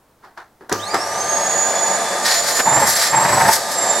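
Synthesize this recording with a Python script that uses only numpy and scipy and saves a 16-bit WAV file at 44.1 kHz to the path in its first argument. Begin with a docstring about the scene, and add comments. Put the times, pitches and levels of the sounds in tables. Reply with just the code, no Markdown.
"""A canister vacuum cleaner's motor runs up to a whine in a small room, and air roars from its exhaust.
First the housing is handled and the switch clunks; then the spinning blades sing and the windings buzz.
Fingers at the nozzle make the air hiss and, twice, flutter through the hose.
The choked motor speeds up until the hand lets go."""
import sys
import numpy as np
from scipy import signal
from scipy.fft import rfft, irfft, next_fast_len
from scipy.io import wavfile
from scipy.ndimage import map_coordinates

SR = 44100
rng = np.random.default_rng(int(sys.argv[2]) if len(sys.argv) > 2 else 0)


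def wrap_up_sound(samples):
    """Save the sound to the file named by the first command line argument, as 16-bit audio."""
    columns = np.atleast_2d(samples).T
    # keep every value between -1 and 1, then stretch to whole-number steps
    tamed = np.clip(columns, -1, 1)
    steps = np.round(tamed * 32767).astype(np.int16)
    wavfile.write(sys.argv[1], SR, steps)


N = 176400
ON_S, FADE_IN_S = .715, .03
FULL_SPEED = 594.4  # shaft turns per second
ROOM_T60_S = 0.3  # a t60 is the time a sound takes to fade by 60 dB


# how fast the shaft spins: t/s, speed/(turns per s)
SPEED = [(.72, 110), (.82, 298), (.9, 388), (1.01, 453), (1.2, 523), (1.36, 550), (1.6, 567), (1.95, 579),
         (2.65, 588), (2.87, 630), (3.11, 614), (3.5, 667), (3.77, 623), (4, 602)]
# the whine of the blades: t/s, level/dB
WHINE = [(.775, -60), (.8, -39), (.885, -34), (1.1, -37), (1.2, -25), (1.6, -22), (1.9, -22), (2, -32),
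         (2.5, -24), (2.76, -19), (2.95, -30), (3.14, -22), (3.5, -26.5), (3.62, -45), (3.84, -20.5)]
# a tone an octave below the whine: t/s, level/dB
UNDERTONE = [(1.05, -52), (1.27, -44.5), (1.85, -41), (2.7, -41.5), (2.9, -49), (3.85, -44), (3.97, -35)]
# weaker, higher tones: multiple of the shaft speed, level/dB
OVERTONES = [(18, -49.5), (24, -55), (30, -58)]
# how well the housing lets those out: f/Hz, gain/dB
HOUSING = [(5300, -20), (6400, 11), (8700, 5.5), (9700, -6.5), (11100, 10.5), (12000, -9), (13000, -11)]

def motor(blades=12, jitter=.002, waver_db=3.5, balance_db=-2.5):
    """All the tones follow the spinning shaft; they are harsher and shakier while it runs up."""
    speed = curve(SPEED)
    strain = np.clip(1 - speed / FULL_SPEED, 0, .4)  # 0 once up to speed
    shaky_speed = speed * (1 + jitter * (1 + 10 * strain) * wobble(220))
    angle = 2 * np.pi * np.cumsum(shaky_speed) / SR
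    tones = [(blades, curve(WHINE)), (blades / 2, curve(UNDERTONE))]
    tones += [(k, db + at_pitch(HOUSING, k * speed) + 12.5 * strain) for k, db in OVERTONES]
    shake_db = waver_db + 4 * strain
    whine = sum(amp(db + shake_db * wobble(70)) * np.sin(k * angle) for k, db in tones)
    left_right = amp([[balance_db], [-balance_db]])
    return room_echo(np.sqrt(2) * whine * (clock() > ON_S)) * left_right


# tone colour of the exhaust's low roar: f/Hz, level/dB
ROAR = [(35, -45), (91, -29), (193, -12.5), (258, -15.5), (707, -1.5), (1110, -11.5), (1230, -5),
        (1400, -15.5), (1640, -6.5), (2900, -25.5), (3770, -30), (6380, -120)]
# tone colour of its high fizz: f/Hz, level/dB
FIZZ = [(1500, -24), (2800, -12), (4600, -1.5), (8400, -2), (9700, -10.5), (11000, -9), (15500, -30.5)]
# pitches at which the hose rings: f/Hz, width/Hz, full boost/dB
HOSE = [(571, 26, 9.5), (696, 32, 5.5), (892, 37.4, 16.5), (1037, 20, 10), (1716, 38, 4)]
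# faint whistles of the exhaust: f/Hz, width/Hz, full boost/dB
GRILLE = [(3570, 280, 4), (4460, 150, 4.5)]
# roar lost by choking the hose: t/s, loss/dB
CHOKE = [(2.2, -2.5), (2.33, 1), (3.66, 4), (3.85, -3)]

def exhaust():
    """Swirling air gets louder with motor speed and weaker when the hose is choked."""
    doublings = np.log2(np.maximum(curve(SPEED), FULL_SPEED / 3) / FULL_SPEED)
    roar_db = -23.5 + 11 * doublings - curve(CHOKE) + 0.67 * wobble(24.72)
    fizz_db = -28 + 16.5 * doublings - curve(CHOKE) / 2
    air = amp(roar_db) * noise(ROAR, HOSE, 0.68) + amp(fizz_db) * noise(FIZZ, GRILLE, 0.92)
    return air * np.clip((clock() - ON_S) / FADE_IN_S, 0, 1)


# air squeezing past the fingers: t/s, level/dB
HISS = [(2.23, -36), (2.258, -15.5), (2.355, -16.5), (2.42, -26), (2.495, -17), (2.54, -25), (2.596, -18),
        (2.63, -34), (2.85, -23.5), (2.885, -15.5), (2.96, -19), (3.075, -16), (3.12, -34), (3.503, -21.5),
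        (3.52, -13.5), (3.565, -15), (3.595, -50), (3.7, -37), (3.718, -21), (3.76, -34)]
# its tone colour through a wide gap: f/Hz, level/dB
HISS_WIDE = [(400, -36), (900, -7.5), (1850, 2), (2800, -11.5), (4300, 1.5), (6000, -3.5), (11500, -14),
             (15500, -25)]
# and through a tight gap: f/Hz, level/dB
HISS_TIGHT = [(600, -16), (1800, 0), (2800, -14.5), (5100, 1.5), (9500, -3.5), (11400, -3.5),
              (15500, -18.5)]
# the gap: t/s, tightness (0 wide, 1 tight)
TIGHTNESS = [(2.32, 0.04), (2.88, 0.99), (3.06, 0.2), (3.52, 0.92)]
# pitches at which the nozzle rings: f/Hz, width/Hz, full boost/dB
NOZZLE = [(1815, 63, 10), (4850, 250, 2), (11760, 360, 6.5)]

def nozzle_hiss(rough_db=2.0):
    """The jet of air past the fingers rings the nozzle and turns brighter as the gap tightens."""
    tightness = curve(TIGHTNESS)
    wide = np.sqrt(1 - tightness) * noise(HISS_WIDE, NOZZLE, 0.51)
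    tight = np.sqrt(tightness) * noise(HISS_TIGHT, NOZZLE, 0.9)
    return amp(curve(HISS, outside=-120) + rough_db * wobble(90)) * (wide + tight)


# skin flapping on the nozzle: start/s, end/s, start level/dB, end level/dB, flap rate/Hz
FLUTTERS = [(2.654, 2.876, -16.5, -14.5, 19.5), (3.122, 3.507, -15, -13.5, 25.5)]
# tone colour of the puffs: f/Hz, level/dB
FLUTTER_AIR = [(30, -31), (130, -2), (250, -10), (450, -8.5), (850, 2.5), (1400, -7), (1900, -5),
               (2800, -20), (12000, -45)]

def nozzle_flutter(flap_db=3.5, attack_s=0.0035, release_s=0.014):
    """The nearly sealed nozzle gulps air in quick puffs; the hose's ringing slides in pitch."""
    t, level = clock(), 0
    for start, end, start_db, end_db, rate in FLUTTERS:
        fade_in = np.clip((t - start) / attack_s, 0, 1)
        fade_out = np.exp(-np.maximum(t - end + release_s / 2, 0) / release_s)
        flap = -np.cos(2 * np.pi * rate * (t - start) + .5 * wobble(rate))
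        puffs = unit(amp(flap_db * flap + wobble(160)))
        level += fade_in * fade_out * amp(np.interp(t, (start, end), (start_db, end_db))) * puffs
    return level * drifting(noise(FLUTTER_AIR, HOSE, 0.73))


# tone colour of the pop: f/Hz, level/dB
POP = [(200, -12.5), (1450, 3.5), (2700, -8.5), (15500, -31)]

def nozzle_pop(at_s=2.602, level_db=-13.5, width_s=0.011):
    """One short gulp as the nozzle catches the hand."""
    return amp(level_db) * np.exp(-((clock() - at_s) / width_s) ** 2) * noise(POP)


# knocks from handling, the switch and suction taking hold:
# t/s, level/dB, attack/s, t60/s, thump compared with the knock/dB
KNOCKS = [(0.245, -40, 0.011, 0.3, -11.5), (0.376, -29, 0.0028, 0.22, -16.5),
          (0.609, -44, 0.0009, 0.37, 2.5), (0.695, -28, 0.0017, 0.25, -4), (0.7172, -21.5, 0.0012, 0.25, 3),
          (0.943, -13, 0.0048, 0.18, -6.5)]
# tone colour of the plastic shell: f/Hz, level/dB
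SHELL = [(250, -42), (750, 4), (1700, -1), (2600, -19), (4600, -18.5), (14000, -41)]
# tone colour of the thump: f/Hz, level/dB
THUMP = [(25, -22), (130, -13), (270, -4), (370, 5), (3000, -43)]

def housing_knocks(rough_db=2.0):
    """Each knock swells and dies away in the ringing plastic shell, over a low thump."""
    shell, thump = np.zeros((2, N))
    for at_s, db, attack, t60, thump_db in KNOCKS:
        age = clock() - at_s
        ring = amp(db - 60 * np.maximum(age, 0) / t60) * np.exp(np.minimum(age, 0) / attack)
        shell += ring
        thump += ring * amp(thump_db)
    return unit(amp(rough_db * wobble(400))) * shell * noise(SHELL) + thump * noise(THUMP)


# snaps of the switch and housing: t/s, level/dB
SNAPS = [(0.6953, -26), (.726, -13), (.944, -19)]
# tone colour of a snap: f/Hz, level/dB
SNAP_COLOUR = [(2800, -10), (4700, 4.5), (11000, -0.5), (15500, -25)]
# tone colour of its ring: f/Hz, level/dB
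SNAP_RING = [(3500, -22), (6000, -11), (8500, -28.5)]

def plastic_snaps(ring_db=-16):
    """Hard plastic snaps, each leaving a faint high ring."""
    def fading(t60_s):
        return sum((clock() >= s) * amp(db - 60 * np.abs(clock() - s) / t60_s) for s, db in SNAPS)
    return fading(0.022) * noise(SNAP_COLOUR) + amp(ring_db) * fading(0.51) * noise(SNAP_RING)


# tones of the electric buzz: f/Hz, level/dB
BUZZ = [(100, -55.5), (1200, -34.5)]

def mains_buzz(surge_db=-39.5, fade_db_per_s=53):
    """The motor's windings buzz; the surge of current at switch-on adds a hum that dies away."""
    age = np.maximum(clock() - ON_S, 0)
    swell_db = 5 * np.exp(-((clock() - 1.25) / .13) ** 2)  # one swell during the run-up
    buzz = sum(amp(db + swell_db + wobble(5.7)) * np.sin(2 * np.pi * hz * age + 0.94 * wobble(20))
               for hz, db in BUZZ)
    surge = amp(surge_db - fade_db_per_s * age) * np.sin(2 * np.pi * BUZZ[0][0] * age)
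    return np.sqrt(2) * (buzz + surge) * np.clip(age / FADE_IN_S, 0, 1)


def room_echo(x, echo_db=-3.5):
    """The room adds a different fading echo left and right; gliding tones flicker in it."""
    t = clock()[:SR // 3]
    tail = rng.standard_normal((2, len(t))) * amp(-60 * t / ROOM_T60_S)
    echo = signal.fftconvolve(x[None], tail / np.linalg.norm(tail[0]), axes=1)[:, :N]
    return (x + amp(echo_db) * echo) / np.hypot(1, amp(echo_db))


def furniture_echo(x, echo_db=-8, first_echo_s=.007):
    """Sound bounces off floor and furniture, lifting some pitches and dulling others."""
    t = clock()[:SR // 4]
    tail = rng.standard_normal(len(t)) * amp(-60 * t / ROOM_T60_S) * (t > first_echo_s)
    echo = signal.fftconvolve(x, tail[None] / np.linalg.norm(tail), axes=1)[:, :N]
    return (x + amp(echo_db) * echo) / np.hypot(1, amp(echo_db))


# tone colour of the quiet room: f/Hz, level/dB
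ROOM_HUSH = [(35, 5), (900, 3), (2800, -13), (15500, -16)]

def room_hush(level_db=-56):
    """A faint, steady noise behind everything."""
    return amp(level_db) * noise(ROOM_HUSH)


# how alike left and right sound: f/Hz, likeness (1 = the same)
LIKENESS = [(500, 0.98), (1300, 0.94), (7500, 0.66)]

def noise(colour, rings=(), share=0):
    """Stereo noise of strength 1 with a tone colour, plus a share of each ringing pitch's boost."""
    def response(hz):
        boost_db = sum(db / (1 + (2 * (hz - centre) / width) ** 2) for centre, width, db in rings)
        spread = np.arccos(at_pitch(LIKENESS, hz)) / 2
        return amp(at_pitch(colour, hz) + share * boost_db) * [np.cos(spread), np.sin(spread)]
    mid, side = filtered(rng.standard_normal((2, N)), response)
    return unit(np.array([mid + side, mid - side]))


def drifting(x, depth=.018, rate=30):
    """Slide all the pitches of a sound up and down together, at random."""
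    place = np.cumsum(1 + depth * wobble(rate))
    return np.array([map_coordinates(channel, [place], mode="wrap") for channel in x])


def amp(db):
    """Turn decibels into a multiplier."""
    return 10 ** (np.asarray(db) / 20)


def unit(x):
    """Scale to an average strength (rms) of 1."""
    return x / np.sqrt(np.mean(x ** 2) + 1e-20)


def clock():
    """The time of each sample in seconds."""
    return np.arange(N) / SR


def at_pitch(rows, hz):
    """Look up hz in (f/Hz, value) rows, with octaves evenly spaced."""
    f, values = np.transpose(rows)
    return np.interp(np.log(hz + 1), np.log(f + 1), values)


def curve(rows, outside=None):
    """Join (t/s, value) rows with straight lines."""
    return np.interp(clock(), *np.transpose(rows), left=outside, right=outside)


def wobble(rate):
    """A smooth curve through `rate` random values a second."""
    return map_coordinates(rng.standard_normal(4000), [clock() * rate], mode="wrap")


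def filtered(x, response):
    """Multiply each frequency in x by response(hz)."""
    size = next_fast_len(N + 8192)
    return irfft(rfft(x, size) * response(np.fft.rfftfreq(size, 1 / SR)), size)[..., :N]


def scene():
    """The vacuum cleaner over the quiet room."""
    air = furniture_echo(exhaust() + nozzle_hiss() + nozzle_flutter())
    return motor() + mains_buzz() + air + nozzle_pop() + housing_knocks() + plastic_snaps() + room_hush()


def record(dry, top_hz=15850):
    """Cut off the very highest treble."""
    return filtered(dry, lambda hz: hz < top_hz)


dry = scene()
out = record(dry)
wrap_up_sound(out)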